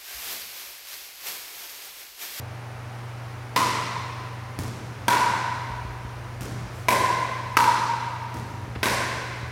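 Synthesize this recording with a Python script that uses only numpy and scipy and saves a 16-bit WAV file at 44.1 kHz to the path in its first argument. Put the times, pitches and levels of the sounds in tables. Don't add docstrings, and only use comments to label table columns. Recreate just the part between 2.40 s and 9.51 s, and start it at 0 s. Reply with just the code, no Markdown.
import sys
import numpy as np
from scipy import signal
from scipy.fft import rfft, irfft
from scipy.io import wavfile
from scipy.ndimage import uniform_filter1d

SR = 44100
rng = np.random.default_rng(int(sys.argv[2]) if len(sys.argv) > 2 else 0)


def unload_wav(signal):
    wavfile.write(
        sys.argv[1],
        SR,
        np.round(np.clip(np.atleast_2d(signal).T, -1, 1) * 32767).astype(np.int16),
    )


N = 313551


def undb(db):
    return 10 ** (np.asarray(db) / 20)


def freqs(size):
    return np.maximum(np.arange(size // 2 + 1) * SR / size, 1)


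def read(table, hz):
    points, values = np.transpose(table)
    return np.interp(np.log(hz), np.log(points), values)


def peaks(hz, centres, widths, heights):
    offsets = (hz - centres[:, None]) / widths[:, None]
    return np.array(heights) @ (1 / (1 + offsets ** 2))


def impulse(db):
    cepstrum = irfft(np.log(undb(db)))
    half = len(cepstrum) // 2
    cepstrum[1:half] *= 2
    cepstrum[half + 1:] = 0
    return irfft(np.exp(rfft(cepstrum)))[:half]


def wander(rate_hz):
    size = int(SR / rate_hz)
    held = np.repeat(rng.standard_normal(N // size + 1), size)
    smooth = uniform_filter1d(uniform_filter1d(held, size), size)[:N]
    return smooth / smooth.std()


def add(out, start_s, sound):
    start = int(start_s * SR)
    out[start:start + len(sound)] += sound[:N - start]


def ventilation():
    # frequency in Hz, level in dB per Hz.
    rush = [(25, -84), (50, -74.5), (100, -68), (170, -75), (400, -74.5), (950, -74.5), (1500, -77.5),
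            (2200, -81), (3500, -90), (5800, -93), (7800, -100), (9800, -101), (12500, -104), (16000, -109)]
    # pitch in Hz, half width in Hz, height in dB.
    whines = [(9030, 70, 7), (9760, 210, 4.5), (13400, 70, 7)]
    hz = freqs(N)
    air_db = read(rush, hz) + peaks(hz, *np.transpose(whines))
    air = irfft(rfft(rng.standard_normal(N)) * undb(air_db), N) * np.sqrt(SR / 2)
    return air * undb(.25 * wander(8))


def hum():
    # pitch in Hz, average level in dB, wavering as a share of the tone's strength.
    tones = [(95, -46, 0.77), (120.2, -38, 0.017), (238.6, -62.5, 0.32), (598, -62, 0.54), (685, -69, .6),
             (772, -57, 0.3)]
    out, t = np.zeros(N), np.arange(N) / SR
    for hz, db, waver in tones:
        swing = 1 + waver * (wander(7) + 1j * wander(7))
        swing /= np.sqrt(1 + 2 * waver ** 2)
        out += undb(db) * np.sqrt(2) * np.real(swing * np.exp(2j * np.pi * hz * t))
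    return out


def hall(ceiling_db, grain_db=6, merge_s=0.056, build_s=0.14, linger_db=-25, linger_s=2.8):
    # frequency in Hz, seconds to fade by 60 dB.
    fade_times = [(60, 4.2), (250, 1.58), (1000, 1.92), (2200, 2.24), (5000, 1.64), (8000, 1.2),
                  (11000, 0.76), (16000, 0.37)]
    size = 2 ** 17
    t = np.arange(size) / SR
    spread = np.log(undb(grain_db)) * np.exp(-t / merge_s)
    strengths = np.repeat(rng.standard_normal(size // 32), 32)
    echoes = rfft(rng.standard_normal(size) * np.exp(spread * strengths - spread ** 2))
    linger = undb(linger_db - 60 * t / linger_s)
    centres = np.geomspace(60, 16000, 16)
    wash = 0
    for hz, one_band in zip(centres, np.eye(len(centres))):
        band = irfft(echoes * np.interp(np.log(freqs(size)), np.log(centres), one_band))
        fade = undb(-60 * t / read(fade_times, hz))
        wash = wash + band * np.hypot(fade, linger)
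    wash *= 1 - 0.17 * np.exp(-t / build_s)
    wash *= undb(ceiling_db * np.exp(-((t - 0.048) / 0.066) ** 2))
    return wash / np.sqrt(SR * .15)


def thuds_and_scuffs(thud_hz=63, scuff_slope_db=6, room_db=-3):
    # start in seconds, level in dB, pitch in Hz.
    thuds = [(3.301, 17, 63), (3.451, 17.5, 63), (3.65, 15.5, 63), (4.01, 13, 63), (4.232, 16, 60.1),
             (5.961, 15, 82), (6.28, 13, 73), (6.361, 21, 76.2), (7.03, 17, 90)]
    # frequency in Hz, level in dB.
    thud_tone = [(25, -36), (42, -12), (54, 6), (75, 2), (120, -12), (250, -10), (1000, -35), (8000, -65)]
    # start in seconds, length in seconds, level in dB, rough pitch in Hz.
    scuffs = [(4.293, 0.19, -14.5, 8000), (6.349, 0.019, 3.5, 1440)]
    out, hz = np.zeros(N), freqs(2 ** 13)
    for start_s, db, pitch_hz in thuds:
        add(out, start_s, impulse(db + read(thud_tone, hz * thud_hz / pitch_hz)))
    t = np.arange(2 ** 14) / SR
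    for start_s, length_s, db, pitch_hz in scuffs:
        rub = rng.standard_normal(len(t)) * np.sin(np.pi * np.minimum(t / length_s, 1))
        colour = impulse(db - scuff_slope_db * np.log2(0.25 + hz / pitch_hz) ** 2)
        add(out, start_s, signal.fftconvolve(rub / np.linalg.norm(rub), colour))
    return out + undb(room_db) * signal.fftconvolve(out, hall(ceiling_db=3))[:N]


def ball_contact(decay_s, push_hz, rattle_db, snap_hz, snap_db):
    # frequency in Hz, level in dB.
    rattle_tone = [(500, -12), (1100, -2.5), (1600, 2.5), (2500, 8.5), (4200, 1.5), (7000, -8.5),
                   (15000, -38)]
    t = np.arange(2 ** 11) / SR
    tap = 1. * (t == 0)
    push = signal.sosfilt(signal.butter(2, push_hz, fs=SR, output="sos"), tap)
    burst = rng.standard_normal(len(t)) * np.exp(-(t / .0006) ** 2)
    treble_only = signal.butter(2, snap_hz, "high", fs=SR, output="sos")
    snap = signal.sosfilt(treble_only, burst / np.linalg.norm(burst))
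    shake = rng.standard_normal(len(t)) * np.exp(-(t / decay_s) ** 2)
    colour = impulse(rattle_db + read(rattle_tone, freqs(len(t))))
    rattle = signal.fftconvolve(shake / np.linalg.norm(shake), colour)[:len(t)]
    return push + undb(snap_db) * snap + rattle


def in_gym(pulse, contact, faintness, wall_s, near_db, wall_db, ceiling_db):
    direct = contact * undb(7.5) / faintness
    response = hall(ceiling_db)
    add(response, 0, direct)
    add(response, .0031, undb(near_db) * direct)
    add(response, wall_s, undb(wall_db) * contact)
    add(response, 2 * wall_s, undb(wall_db - 0.5) * contact)
    return signal.fftconvolve(pulse, response)


def bounces():
    # start in seconds, level in dB, treble tilt in dB per octave, how faint the direct
    # sound is against the hall's echo (larger is fainter), wall echo delay in seconds.
    landings = [ (2.1893, 8.5, -0.4, 7.3, 0.046), (4.009, 7.5, -0.35, 12, 0.024),
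                (5.942, 6, -1.8, 14, .028)]
    # frequency in Hz, level in dB.
    boards = [(25, -21), (50, 2), (100, 19), (200, 13.5), (350, 11), (600, -1), (1200, 0), (3000, -10),
              (5500, -6), (10000, -11), (16000, -13)]
    out, hz = np.zeros(N), freqs(2 ** 13)
    for start_s, db, tilt_db, faintness, wall_s in landings:
        tock = impulse(db + read(boards, hz) + tilt_db * np.log2(1 + hz / 1000))
        contact = ball_contact(decay_s=0.00079, push_hz=2800, rattle_db=-1.5, snap_hz=5000, snap_db=1)
        heard = in_gym(tock, contact, faintness, wall_s, near_db=-13, wall_db=-17.5, ceiling_db=0.5)
        add(out, start_s, heard)
    return out


def paddles(overtone_hz=1513, release_db=-18):
    # start in seconds, level in dB, treble tilt in dB per octave, face pitch in Hz,
    # face ring in dB, overtone ring in dB, hit spot (0 centre, 1 rim), contact time in seconds,
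    # how faint the direct pop is against the hall's echo (larger is fainter), wall echo delay in seconds.
    strokes = [ (1.1616, 24, -0.13, 1002, 18.5, -1.5, 0.26, 0.0018, 13, 0.0073),
               (2.6819, 23.5, 0.04, 966, 24, 11, 0.45, 0.001904, 8.1, .0242),
               (4.4845, 23.5, 0.4, 1018, 23, 9, 1, 0.00141, 8.8, 0.022),
               (5.1694, 23, -0.22, 939, 25.5, 5, 0.07, .0028, 5.9, 0.036),
               (6.4306, 24, 0.41, 1016, 11.5, 9.5, 0.73, 0.0014, 9.8, 0.027)]
    # pitch in Hz,
    # half width in Hz, height in dB for a centre hit, dB added at the rim.
    side_rings = [(660, 184, -4.5, 12), (1270, 137, 9, -22.5), (2050, 138, 3.5, 6), (5100, 2000, 6, -3.5)]
    # frequency in Hz, level in dB.
    bare_knock = [(25, -30), (60, -21), (160, -2), (300, 0), (660, -1.5), (790, -6.5), (1100, -2.5),
                  (2400, -6.5), (3100, -10.5), (6500, -14), (10000, -13), (13000, -15.5), (16000, -18)]
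    # pitch in Hz, half width in Hz, height in dB.
    shell = [(2280, 13, 5), (2720, 36, 3), (3510, 80, 2.5), (3860, 25, 4), (4140, 37, 5.5), (5260, 32, 3),
             (5820, 180, 2.5), (7280, 62, 0), (9500, 39, 0)]
    out, hz = np.zeros(N), freqs(2 ** 13)
    knock = read(bare_knock, hz) + peaks(hz, *np.transpose(shell))
    centres, widths, centre_db, rim_db = np.transpose(side_rings)
    half_widths_hz = np.array([106, 143])
    for start_s, db, tilt_db, face_hz, face_db, overtone_db, spot, hold_s, faintness, wall_s in strokes:
        face = peaks(hz, np.array([face_hz, overtone_hz]), half_widths_hz, [face_db, overtone_db])
        side = peaks(hz, centres, widths, centre_db + spot * rim_db)
        kick = undb(release_db) * np.exp(-2j * np.pi * hz * hold_s)
        ripple = 20 * np.log10(np.abs(1 - kick))
        pop = impulse(db + knock + face + side + ripple + tilt_db * np.log2(1 + hz / 1000))
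        contact = ball_contact(decay_s=0.0033, push_hz=940, rattle_db=-2.5, snap_hz=3300, snap_db=-2.5)
        heard = in_gym(pop, contact, faintness, wall_s, near_db=-3.5, wall_db=-17, ceiling_db=-0.4)
        add(out, start_s, heard)
    return out


def scene():
    return (paddles() + bounces() + thuds_and_scuffs() + ventilation() + hum())[None]


def record(dry):
    treble_cut = signal.ellip(10, .1, 80, 15900, fs=SR, output="sos")
    return signal.sosfilt(treble_cut, np.tanh(dry))


dry = scene()
out = record(dry)
unload_wav(out)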